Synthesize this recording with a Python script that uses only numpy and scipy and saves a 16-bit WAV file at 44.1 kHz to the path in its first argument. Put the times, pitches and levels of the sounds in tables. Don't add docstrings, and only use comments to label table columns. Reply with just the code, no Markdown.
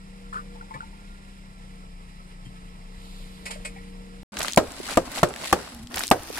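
import sys
import numpy as np
from scipy import signal
from scipy.fft import rfft, irfft
from scipy.io import wavfile
from scipy.ndimage import uniform_filter1d, map_coordinates

SR = 44100
rng = np.random.default_rng(int(sys.argv[2]) if len(sys.argv) > 2 else 0)


def output_pcm(signal):
    pcm = np.clip(np.atleast_2d(signal).T, -1, 1) * 32767
    wavfile.write(sys.argv[1], SR, np.round(pcm).astype(np.int16))


def convert_level_to_amplitude(level_db):
    exponent = np.asarray(level_db, float) / 20
    return 10 ** exponent


N = 281799
CLOCK = np.arange(N) / SR
LEFT_RIGHT = np.array([[1], [-1]])
CUT_S, BACK_S, CREEP_S = 4.232, 4.3205, 1.6
CREEP_SIZE = round(CREEP_S * SR)
CREEP = slice(round(BACK_S * SR), round(BACK_S * SR) + CREEP_SIZE)


def in_time(rows):
    s, *columns = np.transpose(rows)
    return [np.interp(CLOCK, s, column) for column in columns]


def at_hz(points, hz):
    table_hz, values = np.transpose(points)
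    return np.interp(np.log(hz), np.log(table_hz), values)


def rms_one(x):
    return x / np.sqrt(np.mean(x ** 2) + 1e-20)


def drift(rate_hz, size):
    step = 16
    r = np.exp(-2 * np.pi * rate_hz * step / SR)
    white = rng.standard_normal(size // step + 3002)
    slow = signal.lfilter([1], [1, -2 * r, r * r], white)[3000:]
    return np.interp(np.arange(size) / step, np.arange(len(slow)), rms_one(slow))


def band(x, low_hz, high_hz):
    edges = [low_hz, min(high_hz, .45 * SR)]
    return signal.sosfilt(signal.butter(2, edges, "band", fs=SR, output="sos"), x)


def widen(mid, side, alike):
    alike = np.clip(alike, -1, 1)
    return np.sqrt(1 + alike) * mid + np.sqrt(1 - alike) * side * LEFT_RIGHT


def noise(size=N):
    return rng.standard_normal((2, 2, size))


EDGES = np.append(22 * 2 ** np.arange(0, 6, 1 / 3), 1408 * 2 ** np.arange(0, 3.7, 1 / 5))


def coloured(source, spectrum, likeness, patchy_db, rate_hz):
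    out, size = 0, source.shape[-1]
    together = drift(rate_hz / 3, size)
    for k, (low, high) in enumerate(zip(EDGES, EDGES[1:])):
        hz = np.sqrt(low * high)
        if spectrum[0][0] < hz < spectrum[-1][0]:
            mid, side = band(source[k % len(source)], low, high)
            flicker_db = patchy_db * (together + drift(rate_hz, size))
            out = out + convert_level_to_amplitude(at_hz(spectrum, hz) + flicker_db) * widen(mid, side, at_hz(likeness, hz))
    return rms_one(out)


def ring(t, hz, t60):
    return np.sin(2 * np.pi * hz * t) * convert_level_to_amplitude(-60 * t / t60)


def add(out, s, sound):
    i = round(s * SR)
    out[..., i:i + sound.shape[-1]] += sound[..., :N - i]


def swell(t, s, hold_s, rise_db_per_s, fall_db_per_s):
    return -rise_db_per_s * np.maximum(s - t, 0) - fall_db_per_s * np.maximum(t - s - hold_s, 0)


# t/s, firing rate f/Hz, body drone level/dB re its mean, nearness level/dB
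IDLE = [(0.0, 31.63, -4, -0.5), (0.56, 31.82, 4.5, 2.5), (0.7, 32.09, -8.5, 2), (1.1, 32.53, -8.5, 1.5),
        (1.43, 31.8, -9, -1), (1.8, 31.05, -3.5, 1), (1.95, 30.27, -10, -1), (2.34, 30.55, -8.5, 0),
        (2.6, 30.31, -3, 0.5), (3.1, 31.15, -2.5, 2), (3.75, 31.19, 4, 3.5), (4.22, 31.4, 3, 1.5)]
# multiple of the firing rate, level/dB, share of the drone swing,
# share of the nearness swing
SWAYING_ORDERS = [(1, -42.5, 0.05, 0.1), (6, -44.5, 0.38, 0.091), (15, -56, 1.29, 0.12), (9.5, -64, .2, 1.5),
                  (8.7, -68, .2, 1.5)]
# multiple of the firing rate, level/dB
FLICKERING_ORDERS = [(2, -56.5), (3, -74), (4, -65), (5, -57.5), (7, -64), (43, -60)]


def engine():
    hz, drone_db, near_db = in_time(IDLE)
    turn = 2 * np.pi * np.cumsum(hz) / SR
    out = np.zeros(N)
    for k, db, drone_share, near_share in SWAYING_ORDERS:
        level_db = db + drone_share * drone_db + near_share * near_db + 0.81 * drift(1.3, N)
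        out += convert_level_to_amplitude(level_db) * np.sin(k * turn + k)
    for k, db in FLICKERING_ORDERS:
        out += convert_level_to_amplitude(db + 3.9 * drift(29.0, N)) * np.sin(k * turn + 3 * k)
    return out


# f/Hz, level/dB per Hz
YARD_LOW = [(18, -41), (30, 1), (53, -8.5), (108, -15), (139, -16), (187, -14), (252, -25), (483, -22.5),
            (630, -25.5), (924, -22), (1600, -36), (2080, -77), (3520, -120)]
# f/Hz, level/dB per Hz
YARD_HIGH = [(760, -36), (1300, -14), (1470, -12.5), (1860, 2), (2370, -0.5), (3450, -6), (3880, 6.5),
             (4440, -49), (5260, -8.5), (6150, -11), (8790, -15), (9460, -8), (11200, -18.5),
             (12300, -22.5), (16000, -39)]
# f/Hz, likeness
YARD_LIKENESS = [(60, .99), (300, .96), (700, .85), (1100, .55), (2200, .7), (5000, .45), (15000, .3)]
# f/Hz, width f/Hz, level/dB
WHIRRS = [(5150, 890, -65.5), (7990, 500, -69), (9300, 50, -87), (9300, 39, -83), (11100, 50, -76)]


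def yard_air():
    near_db = in_time(IDLE)[2]
    out = convert_level_to_amplitude(-50 + near_db) * coloured(noise(), YARD_LOW, YARD_LIKENESS, 0.98, 50.0)
    rustle_db = -57 + 0.48 * near_db
    out += convert_level_to_amplitude(rustle_db) * coloured(noise(), YARD_HIGH, YARD_LIKENESS, 0.87, 45.0)
    mid, side = rng.standard_normal((2, N))
    for hz, width_hz, db in WHIRRS:
        out += convert_level_to_amplitude(db) * rms_one(band(mid + .5 * side * LEFT_RIGHT, hz - width_hz / 2, hz + width_hz / 2))
    return out


TRAY_HZ = [423, 520, 610, 800, 890, 1063, 1200, 1274, 1335, 1400, 1500, 1754, 1950, 2180, 2300, 2506, 3150,
           3700, 4400, 5150, 7800, 8200]
# t/s, peak level/dB, centre f/Hz, spread/octaves
KNOCKS = [(.326, -28, 1200, .3), (.327, -39, 1760, .05), (.343, -27, 1230, .3), (.356, -23.5, 1210, 0.14),
          (.36, -47, 423, .08), (.368, -26, 1400, 0.18), (.368, -38, 1760, .05), (.385, -30, 1200, .1),
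          (.556, -42, 900, 0.14), (0.76, -39.5, 900, .2), (.608, -33.5, 1400, 0.09), (.625, -43, 890, .1),
          (.708, -32, 1000, .19), (.708, -48, 2180, .08), (.738, -34.5, 1760, 0.19),
          (.739, -40.5, 2180, 0.13), (.74, -37, 1000, .25), (.745, -42, 520, .1), (.752, -32, 1063, .24),
          (.805, -25.5, 1400, 0.045), (.827, -38.5, 890, .12), (.929, -45, 885, .09), (1.6, -53, 800, .08),
          (2.455, -48.5, 3150, .1), (3.461, -30, 2230, .3), (3.461, -41.5, 5150, .17),
          (3.497, -38, 900, .3), (3.506, -33.5, 2180, 0.61), (3.51, -41.5, 3150, .05),
          (3.513, -47, 5150, .15), (4.6, -39, 500, .2), (3.557, -37, 610, 0.11), (3.648, -44.5, 620, 0.12),
          (3.650, -28.5, 2158, 0.43), (3.651, -30, 8000, .1), (3.759, -41.5, 2100, .25),
          (3.762, -43, 800, 0.052), (3.782, -42.5, 2030, 0.22)]
# t/s, peak level/dB, f/Hz, ring t60/s
THUDS = [
    (0.369, -61, 180, 0.15),
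    (0.749, -34, 134.6, 0.12),
    (2.462, -33.5, 128, 0.15),
]


def tray():
    out, t, modes = np.zeros(N), np.arange(SR // 3) / SR, np.array(TRAY_HZ)[:, None]
    rub_s, lean_db = 0.014, 5
    rub_size = SR // 20
    for s, db, hz, spread in KNOCKS:
        luck = rng.standard_normal((len(modes), 1))
        t60 = 0.044 + 0.17 * spread
        near = np.exp(-(np.log2(modes / hz) / spread) ** 2) + 0.011
        strength = near * convert_level_to_amplitude(1.5 * luck) * np.sign(luck)
        body = np.sum(strength * ring(t, modes, t60), axis=0)
        body *= 1 - np.exp(-t / .0015)
        rub = 0.04 * rng.standard_normal(rub_size) * np.exp(-t[:rub_size] / rub_s)
        rub[0] = 1
        body = signal.fftconvolve(body, rub)[:len(t)]
        add(out, s, convert_level_to_amplitude(db) * body / np.abs(body).max())
    for s, db, hz, t60 in THUDS:
        thud = ring(t, hz, t60) + .5 * ring(t, 2.0 * hz, t60 / 2)
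        add(out, s, convert_level_to_amplitude(db) * thud * (1 - np.exp(-t / 0.0023)))
    return out * convert_level_to_amplitude(LEFT_RIGHT * lean_db / 2)


# t/s, peak level/dB, t60/s
SCUFFS = [(0.327, -40.5, 0.24), (0.3594, -51, 0.17), (0.6094, -58, 0.1), (0.739, -35, 0.068),
          (2.4473, -47, 0.14), (2.461, -52, 0.05), (3.454, -23.5, 0.16), (3.505, -20.5, 0.088),
          (3.5294, -40, 0.29), (3.647, -23, 0.11), (3.6744, -45, 0.069), (3.7609, -48, 0.11)]
# f/Hz, level/dB per Hz
SCUFF_COLOUR = [(290, -95), (500, 3), (922, 1.5), (1280, -2), (1680, 1), (2430, 2.5), (3100, -1),
                (4110, -1.5), (5160, -1), (6120, -6.5), (8250, 0.5), (10800, -7.5), (15000, -40)]


def scuffs():
    t, grit = np.arange(SR // 3) / SR, np.zeros(N)
    for s, db, t60 in SCUFFS:
        add(grit, s, convert_level_to_amplitude(db - 6.0 - 60 * t / t60) * (1 - np.exp(-t / 0.0053)))
    return grit * coloured(noise(), SCUFF_COLOUR, YARD_LIKENESS, 0.32, 84.0)


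# f/Hz, level/dB per Hz
BRUSH_COLOUR = [(2000, -16), (2900, -6), (4000, -2.5), (5000, -9), (6200, -14), (8500, -10.5), (12000, -16),
                (15500, -36)]


def cloth_brush():
    level_db = -54 + swell(CLOCK, s=3.05, hold_s=0.15, rise_db_per_s=94, fall_db_per_s=17)
    return convert_level_to_amplitude(level_db) * coloured(noise(), BRUSH_COLOUR, YARD_LIKENESS, .7, 20.7)


# f/Hz, level/dB
YARD_BALANCE = [(60, 2), (200, 1), (500, 1.8), (800, 1.5), (1300, -2.5), (2400, -4.5), (8000, -3),
                (15000, 4)]


def yard():
    left, right = rfft(yard_air() + scuffs() + cloth_brush() + engine() + tray())
    hz = np.arange(len(left)) * SR / N + 1
    lean = convert_level_to_amplitude(at_hz(YARD_BALANCE, hz) / 2)
    late = np.exp(-2j * np.pi * hz * 18 / SR)
    housing_dip = convert_level_to_amplitude(-9 * np.exp(-((hz - 5740) / 320) ** 2))
    ports = irfft([left * housing_dip * lean, right * housing_dip * late / lean], N)
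    return ports * (CLOCK < CUT_S)


# t/s, f/Hz, level/dB
WHINE = [(4.32, 200, -39), (4.5, 225, -52), (4.7, 265, -51), (5.2, 265, -49), (5.6, 255, -63),
         (5.8, 225, -45), (5.95, 253, -41.5)]
# f/Hz, level/dB per Hz
RUMBLE = [(12, -27), (20, 0.5), (59, -1.5), (97, -10), (157, -9.5), (230, -18.5), (350, -11.5), (460, -69),
          (770, -120)]
# t/s, level/dB
BED = [(4.32, -60), (4.5, -61), (4.6, -43.5), (4.8, -43.5), (5.1, -47.5), (5.4, -45.5), (5.6, -41.5),
       (5.75, -47.5), (5.83, -50.5), (5.87, -53.5)]
# f/Hz, level/dB per Hz
BED_COLOUR = [(13, -44), (22, -28), (85, -38), (165, -25), (200, 2.5), (263, 8), (337, -7), (672, 2),
              (1670, -5.5), (1860, -1), (2080, -10), (5200, -7.5), (6300, -18), (8000, -11), (9200, -17),
              (10900, -12.5), (16000, -38)]
# f/Hz, likeness
ROLL_LIKENESS = [(28, 0.84), (60, 0.93), (110, 0.98), (180, 0.91), (550, 0.5), (1650, 0.28), (4970, -0.28),
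                 (15000, -0.21)]


def creeping_car():
    size = CREEP_SIZE
    whine_hz, whine_db = (c[CREEP] for c in in_time(WHINE))
    bed = convert_level_to_amplitude(in_time(BED)[0][CREEP])
    out = convert_level_to_amplitude(whine_db + 1) * coloured(noise(size), RUMBLE, ROLL_LIKENESS, 4.0, 61.0)
    out += bed * coloured(noise(size), BED_COLOUR, ROLL_LIKENESS, 1.0, 3.3)
    idle_hz = 67 + 2.5 * drift(1.65, size)
    idle = convert_level_to_amplitude(-11.5 + 1.3 * drift(24.0, size)) * np.sin(2 * np.pi * np.cumsum(idle_hz) / SR)
    whine_hz = whine_hz + 9 * drift(30, size)
    whine = convert_level_to_amplitude(whine_db + 3 * drift(25, size)) * np.sin(2 * np.pi * np.cumsum(whine_hz) / SR)
    return out + bed * idle + whine


# t/s, dull crush level/dB, bright crunch level/dB, build-up dB/s, hold/s,
# crunch lost by the burst level/dB
CRUSHES = [
    (4.323, -42.5, -56.5, 902, .03, 8.5),
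    (4.401, -37.5, -35.5, 332, 0.085, 16),
    (4.881, -40.5, -37, 202.5, .05, 6),
    (5.174, -36, -34, 198, .012, 15),
    (5.679, -66, -65, 213, 0.016, 8.5),
    (5.44, -37, -38.5, 255.5, 0.01, 6.5),
]


def loads():
    hush, bursts = np.ones(N), [pop[0] for pop in POPS]
    dull, bright = np.zeros((2, N))
    for s, dull_db, bright_db, rise, hold_s, loss_db in CRUSHES:
        end = min(b for b in bursts + [s + 0.15] if b > s)
        until = CLOCK < end
        dull += convert_level_to_amplitude(dull_db + swell(CLOCK, s, hold_s, rise, 460)) * until
        bright += convert_level_to_amplitude(bright_db + swell(CLOCK, s, hold_s, rise, loss_db / (end - s - hold_s))) * until
    for s in bursts:
        dull += convert_level_to_amplitude(-35.5 - 99 * (CLOCK - s).clip(0)) * (CLOCK > s)
        hush[(CLOCK > s - .008) & (CLOCK < s)] = convert_level_to_amplitude(-5)
    return dull, bright, uniform_filter1d(hush, size=200)


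def grains(per_s, spread_db, hiss):
    rate = per_s * convert_level_to_amplitude(3 * drift(60., CREEP_SIZE))
    born = rng.random((5, 1, CREEP_SIZE)) < rate / SR
    sizes = convert_level_to_amplitude(spread_db * np.minimum(rng.exponential(1, born.shape), 4)) * born
    spits = signal.lfilter([1], [1, -.965], sizes)
    return (rms_one(spits[0] + spits[1:]) + hiss) * rng.standard_normal((4, 2, CREEP_SIZE))


CRUMB_DB = -5.5
# f/Hz, level/dB per Hz
CRUSH = [(150, -6), (250, -2), (441, -7.5), (632, -2), (1140, -6.5), (1500, -4), (2040, -42), (2400, 1.5),
         (3120, -40), (5280, -120)]
# f/Hz, level/dB per Hz
CRUNCH = [(1000, -47), (1700, -6), (2090, 10), (2500, -2), (2790, 7), (3130, 1), (3400, 0), (3770, 6),
          (5760, -1), (7920, -1), (11200, -2.5), (14300, -19), (16000, -14)]


def rolling():
    dull, bright, hush = (c[CREEP] for c in loads())
    crumbs = convert_level_to_amplitude(in_time(BED)[0][CREEP] + CRUMB_DB)
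    now = creeping_car()
    now += dull * coloured(grains(700, 4, .3), CRUSH, ROLL_LIKENESS, 1.3, 39.7)
    now += (bright + crumbs) * coloured(grains(600, 4.2, .35), CRUNCH, ROLL_LIKENESS, 0.6, 14.0)
    out = np.zeros((2, N))
    out[:, CREEP] = now * hush
    return out


# t/s, peak level/dB, centre f/Hz
SNAPS = [(4.3369, -40, 1710.0), (4.3411, -35, 4190.0), (4.3417, -37, 1270.0), (4.3512, -38.0, 1710.0),
         (4.3524, -54, 4190.0), (4.3639, -55, 5640.0), (4.3711, -21.5, 4140), (4.372, -21.5, 1270.0),
         (4.3884, -17, 5610), (4.3925, -12, 10170), (4.3932, -48, 4190.0), (4.4047, -19, 700.0),
         (4.4057, -17, 4130), (4.4142, -14, 1690), (4.4184, -15.5, 4170), (4.4248, -42, 4190.0),
         (4.4299, -23, 700.0), (4.4307, -12, 7640), (4.4339, -23, 5640.0), (4.4383, -18.5, 7700),
         (4.4467, -44, 7600.0), (4.4471, -15.5, 1280), (4.456, -24, 4190.0), (4.4657, -24, 3110.0),
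         (4.4748, -22, 7600.0), (4.4771, -26.5, 3110.0), (4.4824, -12, 3110.0), (4.494, -24, 3110.0),
         (4.4946, -26, 10230.0), (4.4975, -27, 4190.0), (4.5068, -24, 4190.0), (4.514, -27, 4190.0),
         (4.5144, -35.0, 10230.0), (4.5221, -14.5, 7700), (4.5337, -13, 5300), (4.5443, -23.0, 4130),
         (4.5481, -26, 10230.0), (4.5617, -12.5, 7600.0)]
# t/s, peak level/dB, centre f/Hz
LATER_SNAPS = [(4.6256, -42, 4190.0), (4.6758, -35, 4190.0), (4.6882, -43, 4190.0), (4.706, -29, 3110.0),
               (4.7194, -27, 7700), (4.738, -32, 4190.0), (4.767, -34.0, 2310.0), (4.7664, -28, 7600.0),
               (4.7925, -33.0, 10300), (4.8106, -39, 10230.0), (4.844, -30, 10240), (4.8535, -40, 4190.0),
               (4.8704, -34, 3110.0), (4.8738, -30, 5640.0), (4.8775, -26, 10230.0), (4.879, -31, 2310.0),
               (4.8868, -23, 7600.0), (4.8896, -20, 1260), (4.8983, -28, 3110.0), (4.903, -35, 1270.0),
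               (4.9158, -34, 7600.0), (4.917, -27.0, 3110.0), (4.921, -29, 5640.0), (4.926, -29, 4190.0),
               (4.9299, -23, 3110.0), (4.9303, -34, 7600.0), (4.936, -27.0, 4190.0), (4.943, -23, 1710.0),
               (4.9557, -36, 4190.0), (5.0784, -29.5, 940.0), (5.1168, -31, 2310.0), (5.1174, -23, 13790.0),
               (5.1259, -31.0, 10230.0), (5.1364, -36, 10230.0), (5.1419, -35, 1710.0),
               (5.1589, -35, 10230.0), (5.1592, -27, 1270.0), (5.1632, -42, 7600.0), (5.175, -20.5, 940.0),
               (5.1768, -31, 5600), (5.1806, -20, 3110.0), (5.1835, -23, 3110.0)]
# t/s, peak level/dB, centre f/Hz
LAST_SNAPS = [(5.2741, -38, 7600.0), (5.2742, -29, 3110.0), (5.2882, -26, 7600.0), (5.293, -28.0, 7700),
              (5.301, -29, 7600.0), (5.3317, -33, 5664), (5.339, -23, 2310.0), (5.347, -33.0, 7600.0),
              (5.3617, -27, 10300), (5.3617, -20, 2170), (5.3869, -39, 4190.0), (5.3956, -36.0, 7600.0),
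              (5.4124, -32, 7500), (5.43, -31.0, 5640.0), (5.4369, -25, 700.0), (5.4446, -19.5, 3110.0),
              (5.4445, -25.0, 7600.0), (5.451, -28.0, 3110.0), (5.4525, -26, 940.0),
              (5.4546, -25.0, 4190.0), (5.4792, -25, 3110.0), (5.4826, -33, 5630), (5.4999, -32.0, 10230.0),
              (5.5061, -30.0, 10230.0), (5.5121, -31, 7600.0), (5.5893, -28, 940.0),
              (5.5994, -36.0, 10230.0), (5.6139, -32, 10230.0), (5.6913, -36.0, 10230.0),
              (5.7474, -27, 10400), (5.7623, -47, 13790.0), (5.7653, -41.0, 10230.0),
              (5.7711, -44, 10230.0), (5.8276, -39, 10230.0), (5.835, -38, 10230.0), (5.8717, -29, 4190.0)]
# t/s, peak level/dB, centre f/Hz
DULL_SNAPS = [
    (4.3692, -17.5, 2100),
    (4.4, -23.5, 550),
    (4.8, -23.5, 280),
    (5.675, -27.5, 880),
    (4.498, -27, 3400),
    (4.4195, -21, 11000),
    (5.8718, -41, 13000),
]


def small_snaps():
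    crunch = loads()[1] + convert_level_to_amplitude(in_time(BED)[0] + CRUMB_DB + 3.5) * (CLOCK > 4.36)
    when, pitch, size = rng.random((220, 3)).T
    at = np.searchsorted(np.cumsum(crunch) / crunch.sum(), when)
    level_db = 20 * np.log10(crunch[at]) - 0.5 + 11.8 * size
    return list(zip(at / SR, level_db, 900 * 2 ** (3.61 * pitch)))


def snaps():
    out, t = np.zeros((2, N)), np.arange(SR // 40) / SR
    for s, db, hz in SNAPS + LATER_SNAPS + LAST_SNAPS + DULL_SNAPS + small_snaps():
        both, *own = rng.standard_normal((3, len(t)))
        pan_db = 2.5 * rng.standard_normal()
        fade = convert_level_to_amplitude(-60 * t / (.003 + 9 / hz)) + .15 * convert_level_to_amplitude(-60 * t / .025)
        spit = (both + np.array(own)) * fade
        spit = band(spit, hz / 1.6, hz * 1.445) + .22 * band(spit, hz / 2.8, hz * 3.3)
        spit /= np.abs(spit).max(axis=1, keepdims=True)
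        add(out, s, spit * convert_level_to_amplitude(db - 1.0 + LEFT_RIGHT * pan_db / 2))
    return signal.sosfilt(signal.butter(1, 11000., fs=SR, output="sos"), out)


# f/Hz, level/dB, t60/s
GAPS = [
    [(95, -24, 0.15), (264, 6.5, 0.037), (180, 12, 0.025), (325, 3, 0.056), (528, 7.5, 0.038),
     (696, 3, 0.044), (630, 3, 0.076), (1000, 11.5, 0.029), (1270, -19, 0.15), (1400, -25, 0.025)],
    [(180, -8.5, 0.096), (246, 10.5, 0.028), (325, 8.5, 0.052), (455, -44, 0.084), (531, 5.5, 0.082),
     (676, 15, 0.043), (746, -7, 0.052), (972, 7, 0.036), (1202, 13.5, 0.03)],
    [(76, -17, 0.087), (170, 8, 0.029), (355.5, -8, 0.13), (1070, 7, 0.019), (603, -11.5, 0.15),
     (710, 14.5, 0.02), (930, -17, 0.024), (1120, 22.5, 0.014), (1360, 8, 0.023)],
    [(189, -3.5, 0.087), (358, 6, 0.059), (507, 4, 0.044), (663, 4, 0.044), (778, 18.5, 0.022),
     (1000, -16, 0.041), (1170, 23.5, 0.016), (1400, -9, 0.029), (1760, 13, 0.019)],
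]


def gap_ring(modes, t):
    out = 0
    for hz, level_db, t60 in modes:
        turn = rng.random() + hz / 9000 * rng.standard_normal((2, 1)) + .04 * LEFT_RIGHT
        out = out + convert_level_to_amplitude(level_db - 60 * t / t60) * np.sin(2 * np.pi * (hz * t + turn))
    return out * (1 - np.exp(-(t / 0.0045) ** 2))


# f/Hz, level/dB per Hz
TAIL = [(29, -63), (50, -9.5), (157, -13), (236, -12), (428, 1.5), (506, -4), (1110, -2.5), (1220, 10),
        (1350, 9), (1650, 2.5), (2200, -0.5), (9760, -26), (15000, -25)]
# f/Hz, t60/s
TAIL_T60 = [(60, 0.51), (300, 0.33), (800, 0.13), (2000, 0.034), (6000, 0.1), (15000, 0.054)]


def echo_tail(t):
    white, tail = noise(len(t)), 0
    for k, (low, high) in enumerate(zip(EDGES[2::2], EDGES[4::2])):
        hz = np.sqrt(low * high)
        mid, side = band(white[k % 2], low, high)
        fade = convert_level_to_amplitude(at_hz(TAIL, hz) - 60 * t / at_hz(TAIL_T60, hz))
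        tail = tail + fade * widen(mid, side, at_hz(ROLL_LIKENESS, hz))
    return tail / tail[:, :SR // 50].std() * (1 - np.exp(-t / 0.00046))


# t/s, peak level/dB, first swing f/Hz, swing t60/s, crack level/dB, tail level/dB
POPS = [
    (4.5741, -1, 710, 0.011, -11, -15.5),
    (4.972, -6, 564, 0.01, -9.5, -17),
    (5.231, 0, 824, 0.0036, -14.5, -20.5),
    (5.5271, -5.5, 900, 0.0038, -5.5, -15),
]


def pops():
    out, t = np.zeros((2, N)), np.arange(SR // 3) / SR
    push_hz, pushes_db = 80, [-20, -26, -32, -28]
    for (s, db, swing_hz, swing_t60, crack_db, tail_db), modes, push_db in zip(POPS, GAPS, pushes_db):
        swing = np.sin(2 * np.pi * swing_hz * t) * convert_level_to_amplitude(-60 * (t / swing_t60) ** 2)
        body = swing + 0.4 * gap_ring(modes, t)
        crack_fade = convert_level_to_amplitude(-60 * t / 0.026) + 0.13 * convert_level_to_amplitude(-60 * t / 0.16)
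        crack = band(rng.standard_normal((2, len(t))), 570, 9860) * crack_fade
        add(out, s, convert_level_to_amplitude(db) * (body + convert_level_to_amplitude(tail_db) * echo_tail(t) + convert_level_to_amplitude(crack_db) * crack))
        bulge = np.hanning(round(.006 * SR)) ** 2
        add(out, s - .003, convert_level_to_amplitude(db - 19) * bulge)
        push = np.sin(2 * np.pi * push_hz * t) * (t < 1 / push_hz)
        add(out, s - .003, convert_level_to_amplitude(push_db) * np.array([[1], [-.4]]) * push)
        puff = band(rng.standard_normal((2, len(t))), 27, 83) * convert_level_to_amplitude(-60 * t / 0.1)
        add(out, s, convert_level_to_amplitude(db - 1.0 + 4. * LEFT_RIGHT) * puff)
    return signal.sosfilt(signal.butter(2, 24, "high", fs=SR, output="sos"), out)


# f/Hz, level/dB
LEFT_PORT = [(1400, 0), (3800, 1.8), (5400, -1), (6700, 2.5), (7800, 11), (8400, 7), (9500, -11),
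             (10400, -10), (12000, -4), (15200, 2)]


def scene():
    first = yard()
    second = rolling() + pops() + snaps()
    hz = np.arange(N // 2 + 1) * SR / N + 1
    port_db = at_hz(LEFT_PORT, hz) * np.array([[.6], [-.4]])
    second = irfft(rfft(second) * convert_level_to_amplitude(port_db), N)
    again, speed = round(5.9015 * SR), 1.2
    read = BACK_S * SR + speed * np.arange(N - again)
    second[:, again:] = [map_coordinates(c, [read], order=3) for c in second]
    return first + second


def roll_off(x):
    return signal.sosfilt(signal.butter(12, 16660, fs=SR, output="sos"), x)


def record(dry):
    rounded = 1.1 * np.tanh(dry / 1.1)
    mix = signal.sosfilt(signal.cheby2(10, 50, 16900, fs=SR, output="sos"), rounded)
    return roll_off(mix)


dry = scene()
out = record(dry)
output_pcm(out)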